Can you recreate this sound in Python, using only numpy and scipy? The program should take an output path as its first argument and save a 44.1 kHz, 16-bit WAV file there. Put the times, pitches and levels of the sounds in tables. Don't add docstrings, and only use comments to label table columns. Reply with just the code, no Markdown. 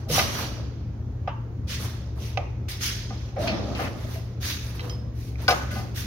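import sys
import numpy as np
from scipy import signal
from scipy.fft import rfft, irfft
from scipy.io import wavfile
from scipy.ndimage import uniform_filter1d

SR = 44100
rng = np.random.default_rng(int(sys.argv[2]) if len(sys.argv) > 2 else 0)


def materialize(psi):
    bounded = np.clip(np.atleast_2d(psi).T, -1, 1)
    quanta = np.round(bounded * 32767).astype(np.int16)
    wavfile.write(sys.argv[1], SR, quanta)


N = 267240

# start_s, level_db, centre_hz of the driven modes, spread_octaves,
# contact_s (build-up time constant), ring_scale (multiplies the modes' ring time; over 1 rings longer)
BLOWS = [(.098, -30.5, 148, 0.29, 0.017, 1.05), (.100, -31.5, 500, 0.13, 0.0021, 0.28),
         (.176, -23.5, 715, 0.5, 0.0059, 0.44), (.190, -23, 2015, 0.97, 0.008, 0.61),
         (1.275, -28, 834, 0.5, 0.02, 0.2), (1.276, -49, 2230, .4, 0.0036, 0.64),
         (1.290, -48, 2800, 0.1, 0.0036, 0.85), (2.3727, -33.5, 2630, 0.42, 0.0046, 0.3),
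         (2.372, -27, 740, 0.51, 0.0014, 0.53), (2.682, -50.5, 2640, 1.5, 0.0016, 1),
         (3.104, -40, 860, 0.66, 0.005, 0.74), (3.364, -34, 670, 0.29, 0.051, 0.57),
         (3.474, -32.5, 2400, 0.42, 0.018, 2), (3.474, -39, 4520, 0.089, 0.012, 1.4),
         (3.75, -39, 2980, 0.29, 0.003, 1.6), (3.790, -30, 890, 1, 0.26, 0.45),
         (3.838, -42, 2620, 0.04, 0.005, 2), (4.155, -42.5, 643, 0.045, 0.01, 0.42),
         (4.794, -40, 2200, 0.77, 0.0024, 0.5), (4.806, -46.5, 3600, 0.22, 0.0018, 0.41),
         (4.805, -45.5, 504, 0.078, 0.015, 4.7), (4.896, -46.5, 5070, 0.03, 0.00085, 2.1),
         (4.896, -47, 6200, 0.16, .002, 0.52), (4.897, -49, 3150, 0.04, 0.001, 1.1),
         (5.356, -51.5, 2320, 0.083, 0.0054, 0.15), (5.48, -26.5, 4750, 0.21, 0.0035, 0.85),
         (5.481, -15.5, 1540, 0.032, 0.0055, 0.88), (5.4813, -19, 1030, 0.9, 0.00083, 3.7),
         (5.505, -32, 4200, 0.56, 0.01, 0.59), (5.507, -25, 686, 0.61, 0.0087, 1),
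         (5.609, -39.5, 1490, 0.06, 0.0068, 1.2), (5.707, -41.5, 1570, 0.25, 0.019, 2.6),
         (5.755, -37, 1000, 0.6, 0.015, 1.8)]
# pitch_hz, level_db, t60_s
BOX_MODES = [(151.8, -7.5, 0.29), (488.6, -5, 0.26), (575.6, -7, 0.33), (653.6, -11.5, 0.3),
             (724, -3.5, 0.19), (786, -1, 0.17), (1060, -2.5, 0.041), (1218, -2.5, 0.2),
             (1497, -0.5, 0.074), (1660, -10, 0.08), (2038, -2.5, 0.15), (2326, 0.5, 0.061),
             (2610, 1, 0.099), (2855, -1.5, 0.067), (3150, -6, 0.13), (3660, -20, 0.045),
             (3910, -2.5, 0.089), (4160, -4, 0.077), (4420, -4.5, 0.1), (4820, 1.5, 0.052), (5130, -6, 0.2),
             (5646, -2.5, 0.11), (5590, -3.5, 0.062), (6440, -1.5, 0.04)]
# pitch_hz, level_db
CRACK_COLOUR = [(300, -19), (1000, -2), (3000, 1.5), (6500, -9.5), (7500, -36.5)]
# time_s, left_minus_right_db, left_lead_us
BOX_SIDE = [(.1, -0.5, -92.5), (1.3, -1.5, -36), (2.4, -5.5, -97), (3.401, -1, 220), (4.2, 5, 176),
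            (4.8, -4.5, -300), (5.4, -9.5, 186), (5.5, 3.5, 126)]
SKIRT_DB = -23.5
RATTLE_DB = 3.0
CRACK_DB, CRACK_DB_PER_OCTAVE = -4.5, 7.5
GRIP_S, GRIP_T60 = 5.528, 0.06

# start_s, level_db, length_s, hiss_db (treble, about 8 kHz up), body_db (under 1.2 kHz)
STROKES = [(0, -47.5, 0.0024, -15, 23), (0.083, -18.5, 0.11, -9, -62), (0.113, -25.5, 0.085, -6.5, 15.5),
           (0.284, -30, 0.14, -8.5, 13.5), (1.669, -28, 0.076, -13.5, -10),
           (1.777, -36.5, 0.074, -4.5, 12.5), (2.148, -52.5, 0.053, -6, 28.5),
           (2.177, -38, 0.11, -12.5, -15), (2.675, -31, 0.033, -7.5, -10),
           (2.801, -21.5, 0.067, -10.5, -10), (3.058, -49, 0.23, -17.5, 12), (3.377, -34, 0.089, -12, 15),
           (3.426, -35, 0.16, -84, 18.5), (3.587, -42.5, 0.21, -19, 19.5), (3.752, -38.5, 0.031, -15, 22),
           (3.764, -35, 0.076, -10, 19.5), (3.93, -44, 0.17, -11, 3), (4.077, -41, 0.085, -6, 8),
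           (4.401, -25.5, 0.11, -9.5, -4), (4.614, -53.5, 0.086, 5, 25), (4.739, -44.5, 0.021, -6, 14),
           (4.776, -46, 0.13, -7.5, 23), (5.132, -45.5, .15, -8, -41), (5.368, -42, 0.081, -17, 17),
           (5.415, -46.5, .006, 1, -20), (5.481, -25.5, 0.011, -7, 13), (5.71, -39, 0.083, -6, 6.5),
           (5.942, -29, 0.064, -8, -6)]
# pitch_hz, density_db (dB per Hz)
SCRAPE_COLOUR = [(250, -5), (450, -6.5), (700, -10.5), (1100, -2), (1940, 1), (3300, 0), (6450, -0.5),
                 (7000, -6), (7500, -14), (8600, -3), (11600, 1.5), (15800, -2)]
LUMPY_DB = 1.5
SWELL_SHARE, SWELL_MAX_S = 0.52, 0.082
STRUCK_S, STRUCK_LAG_S, STRUCK_RISE_S = .012, .003, .002
NEAR_T60, FAR_T60, FAR_DB = 0.55, 0.96, -3.5
TREBLE_LOSS = 1

# time_s, level_db
GROANS = [
    [(.066, -48), (.096, -35), (.17, -40.5), (.65, -47.5)],
    [(3.37, -52), (3.40, -40.5), (3.53, -32), (3.60, -45), (3.70, -37), (3.86, -44), (4.1, -46)],
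    [(5.53, -48), (5.60, -52), (5.68, -46), (5.72, -36.5), (5.81, -43.5), (5.86, -50.5)],
]
# pitch_hz, width_hz, level_db
GROAN_RING = [(220.4, 110, 5.5), (578.5, 130, 2), (641, 59, -5.5), (768, 120, -10), (1223, 140, -8.5)]
# time_s, pitch_hz, level_db
CREAK = [(3.362, 520, -38), (3.372, 529, -28), (3.41, 617, -32), (3.478, 704, -33.5), (3.496, 652, -27.5),
         (3.515, 651, -43), (3.6, 646, -40)]
# time_s, pitch_hz, level_db
SQUEAL = [(.112, 6190, -43.5), (.143, 6200, -27), (.15, 5780, -33.5), (.2, 5790, -34), (.32, 5790, -53),
          (.34, 5840, -41.5), (.43, 5760, -49), (.62, 5790, -64)]
CREAK_WIDTH_HZ, SQUEAL_WIDTH_HZ = 53, 160

# multiple, level_db
BUZZ = [(2, 2), (3, -7), (4, -8.5), (5, -14), (7, -9), (8, -9)]
BUZZ_HZ = 100
WELD_ON_S, WELD_OFF_S, WELD_EDGE_S, WELD_DB = 3.56, 3.765, 0.054, -36.5

# pitch_hz, t60_s
SHOP_DECAY = [(200, 1), (700, 0.42), (2000, 0.66), (5000, 0.25), (12000, 0.76)]
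SMEAR_HZ = 300

# pitch_hz, level_db, width_hz
HUM_LINES = [(113, -49, 8.9), (68.4, -41, 4.1), (53.9, -49.5, 10), (85.5, -42, 6.5)]
# pitch_hz, density_db (dB per Hz)
ROAR_COLOUR = [(30, -31), (50, 0.5), (110, -4), (140, -12), (242, -15.5), (394, -22.5), (988, -36.5),
               (3250, -51), (6740, -53.5), (7310, -73), (16000, -63)]
HUM_HZ, HUM_DB, ROAR_DB = 116, -36.5, -34.5

# pitch_hz, left_minus_right_db
TILT = [(60, .3), (150, 2.5), (500, 0), (1500, -5.5), (4000, -3), (10000, 2.5)]
# pitch_hz, correlation
SAME = [(60, .99), (180, .96), (550, .7), (1650, .1), (5000, -.1), (15000, .1)]
EDGE_HZ = 15900


def blows():
    t = np.arange(SR // 3) / SR
    hz, mode_db, t60 = np.transpose(BOX_MODES)[..., None]
    held, *sides = np.transpose(BOX_SIDE)
    out = np.zeros((2, N + SR))
    edge_hz = np.fft.rfftfreq(4096, 1 / SR)
    edges = rng.standard_normal((len(BLOWS), 2, 4096))
    scatter = .08 * rng.standard_normal((len(BLOWS), len(BOX_MODES), 1))
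    turns = np.arange(len(BOX_MODES))[:, None] / 2 + scatter
    rattles = rng.standard_normal((len(BLOWS), len(BOX_MODES), len(t) // 300))
    flutter = RATTLE_DB * np.minimum(t / .025, 1)
    onset = np.minimum(t[:4096] / 6e-4, 1)
    for k, (start, level_db, centre_hz, octaves, contact, ring_scale) in enumerate(BLOWS):
        pan_db, lead_us = (np.interp(start, held, column) for column in sides)
        ports = t + np.array([lead_us, -lead_us])[:, None, None] / 2e6

        distance = np.log2(hz / centre_hz) / max(octaves, .05)
        share = np.exp(-.5 * distance ** 2) + gain_of(SKIRT_DB)
        fade = np.exp(-t / max(contact, 1e-4))
        build_up = 1 - fade ** 2
        ring_loss_db = 60 * t / (t60 * max(ring_scale, .1))
        grip_loss_db = 60 * np.maximum(start + t - GRIP_S, 0) / GRIP_T60 * (start < GRIP_S)
        rattle_db = flutter * signal.resample(rattles[k], len(t), axis=1)
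        envelope = gain_of(mode_db - ring_loss_db - grip_loss_db + rattle_db) * build_up
        ring = (share * envelope * np.sin(2 * np.pi * (hz * ports + turns[k]))).sum(1)
        ring = ring / np.sqrt(np.mean(ring[:, :1000] ** 2))

        too_high = 1 + (edge_hz / (3.1 * centre_hz)) ** 4
        too_low = 1 + (centre_hz / (1.74 * edge_hz + 1)) ** 4
        edge_gain = gain_of(read(CRACK_COLOUR, edge_hz)) / too_high / too_low
        crack = evened(irfft(rfft(edges[k]) * edge_gain)) * fade[:4096] * onset
        crack_db = CRACK_DB + CRACK_DB_PER_OCTAVE * np.log2(centre_hz / 1e3)
        ring[:, :4096] += gain_of(crack_db) * min(4 * octaves, 1) * crack

        at = round(start * SR)
        out[:, at:at + len(t)] += gain_of(level_db + np.array([[pan_db], [-pan_db]]) / 2) * ring
    return out[:, :N]


def scrape():
    blow_starts = [row[0] for row in BLOWS]

    def strokes(hz, s):
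        high = 1 / (1 + (7800 / (hz + 1)) ** 12)
        low = 1 / (1 + (hz / 1200) ** 4)
        power = 0
        lumps = rng.standard_normal((len(STROKES), len(hz), 1))
        lumps = evened(uniform_filter1d(lumps, size=3, axis=1))
        for (start, level_db, length, hiss_db, body_db), lump in zip(STROKES, lumps):
            colour_db = level_db + LUMPY_DB * lump + high * hiss_db + low * body_db
            after = 60 * np.maximum(s - start - length, 0) * (1 + TREBLE_LOSS * high)
            fall = np.maximum(gain_of(-after / NEAR_T60), gain_of(FAR_DB - after / FAR_T60))
            blow = min(blow_starts, key=lambda at: abs(at - start))
            if abs(blow - start) < STRUCK_S:
                start, rise = blow + STRUCK_LAG_S, STRUCK_RISE_S
            else:
                rise = np.clip(SWELL_SHARE * length, 1e-3, SWELL_MAX_S)
            swell = np.clip((s - start) / rise, 0, 1)
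            power = power + (swell * fall * gain_of(colour_db)) ** 2
        return np.sqrt(power) * gain_of(read(SCRAPE_COLOUR, hz))

    slips = evened(uniform_filter1d(rng.standard_normal(N), size=300))
    grit = gain_of(0.51 * slips)
    return noise(strokes, size=256, patchy_db=1.5) * grit


def groan():
    ring = evened(sum(gain_of(db) * fuzzy(hz, width) for hz, width, db in GROAN_RING))
    jerks = gain_of(1.8 * evened(uniform_filter1d(rng.standard_normal(N), size=700)))
    return ring * jerks * sum(level(rows) for rows in GROANS)


def creak():
    return sing(CREAK, CREAK_WIDTH_HZ)


def squeal():
    return sing(SQUEAL, SQUEAL_WIDTH_HZ) * gain_of([[-1.5], [1.5]])


def weld():
    t = np.arange(N) / SR
    on = np.clip(np.minimum(t - WELD_ON_S, WELD_OFF_S - t) / WELD_EDGE_S, 0, 1)
    buzz = sum(gain_of(db) * np.sin(2 * np.pi * (k * BUZZ_HZ * t + rng.random())) for k, db in BUZZ)
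    return gain_of(WELD_DB) * on * evened(buzz)


def shop(x):
    taps = np.zeros((2, SR))
    at = np.arange(300, SR - 20, 20) + rng.integers(0, 20, (2, (SR - 301) // 20))
    np.put_along_axis(taps, at, rng.choice([-1., 1.], at.shape), 1)
    hz, t, z = signal.stft(taps, SR, nperseg=256)
    decay = gain_of(-60 * t / read(SHOP_DECAY, hz)[:, None])
    tail = signal.istft(z * decay, SR, nperseg=256)[1]
    steps = uniform_filter1d(rng.standard_normal(N), size=80)
    wander = np.cumsum(steps) * np.sqrt(2 * np.pi * SMEAR_HZ / SR)
    smeared = (signal.hilbert(x.mean(0)) * np.exp(1j * wander)).real
    return signal.fftconvolve(smeared[None], tail / np.linalg.norm(tail[0]), axes=1)[:, :N]


def hum():
    lines = sum(gain_of(db) * fuzzy(hz, width) for hz, db, width in HUM_LINES)
    steady = gain_of(HUM_DB) * evened(np.sin(2 * np.pi * HUM_HZ * np.arange(N) / SR))
    drone = (lines + steady) * gain_of([[.6], [-.6]])
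    roar = evened(noise(lambda hz, s: gain_of(read(ROAR_COLOUR, hz)), size=2048, patchy_db=1.5))
    return drone + gain_of(ROAR_DB) * roar


def sing(rows, width):
    s, hz, db = np.transpose(rows)
    pitch = np.interp(np.arange(N) / SR, s, hz)
    return fuzzy(pitch, width) * level(np.transpose([s, db]))


def fuzzy(hz, width):
    r = np.exp(-np.pi * width / SR)
    turn = np.exp(2j * np.pi * np.cumsum(hz * np.ones(N)) / SR)
    drift = rng.standard_normal(N + SR) + 1j * rng.standard_normal(N + SR)
    slow = signal.lfilter([1], np.convolve([1, -r], [1, -r]), drift)[SR:]
    return evened((turn * slow).real)


def noise(gain, size, patchy_db):
    hop = size // 4
    hz = np.fft.rfftfreq(size, 1 / SR)[:, None]
    s = np.arange(N // hop + 5) * hop / SR
    a, b, c, d, patches = rng.standard_normal((len(s), len(hz), 5)).T
    patches = uniform_filter1d(uniform_filter1d(patches, size=5, axis=0), size=8, axis=1)
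    patches = evened(patches)
    same = np.clip(read(SAME, hz), -1, 1)
    left = a + 1j * b
    right = same * left + np.sqrt(1 - same ** 2) * (c + 1j * d)
    side = gain_of(read(TILT, hz) / 2)
    z = np.array([left * side, right / side]) * gain(hz, s) * gain_of(patchy_db * patches)
    return signal.istft(z, nperseg=size, noverlap=size - hop)[1][:, :N] / np.sqrt(size / 3)


def level(rows):
    s, db = np.transpose(rows)
    return gain_of(np.interp(np.arange(N) / SR, s, db, left=-150, right=-150))


def read(points, hz):
    f, value = np.transpose(points)
    return np.interp(np.log(hz + 1), np.log(f + 1), value)


def evened(x):
    return x / np.sqrt(np.mean(x ** 2) + 1e-20)


def gain_of(db):
    return 10 ** (np.asarray(db) / 20)


def scene():
    knocks = blows()
    rubs = groan() + creak() + squeal()
    walls = shop(gain_of(-5.5) * knocks + gain_of(-1.0) * rubs)
    return knocks + rubs + weld() + scrape() + walls + hum()


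def record(dry):
    thin = signal.sosfilt(signal.butter(4, 48, "high", fs=SR, output="sos"), dry)
    band_limit = signal.firwin(511, EDGE_HZ, window=("kaiser", 9), fs=SR)
    return signal.oaconvolve(thin, band_limit[None], "same")


dry = scene()
out = record(dry)
materialize(out)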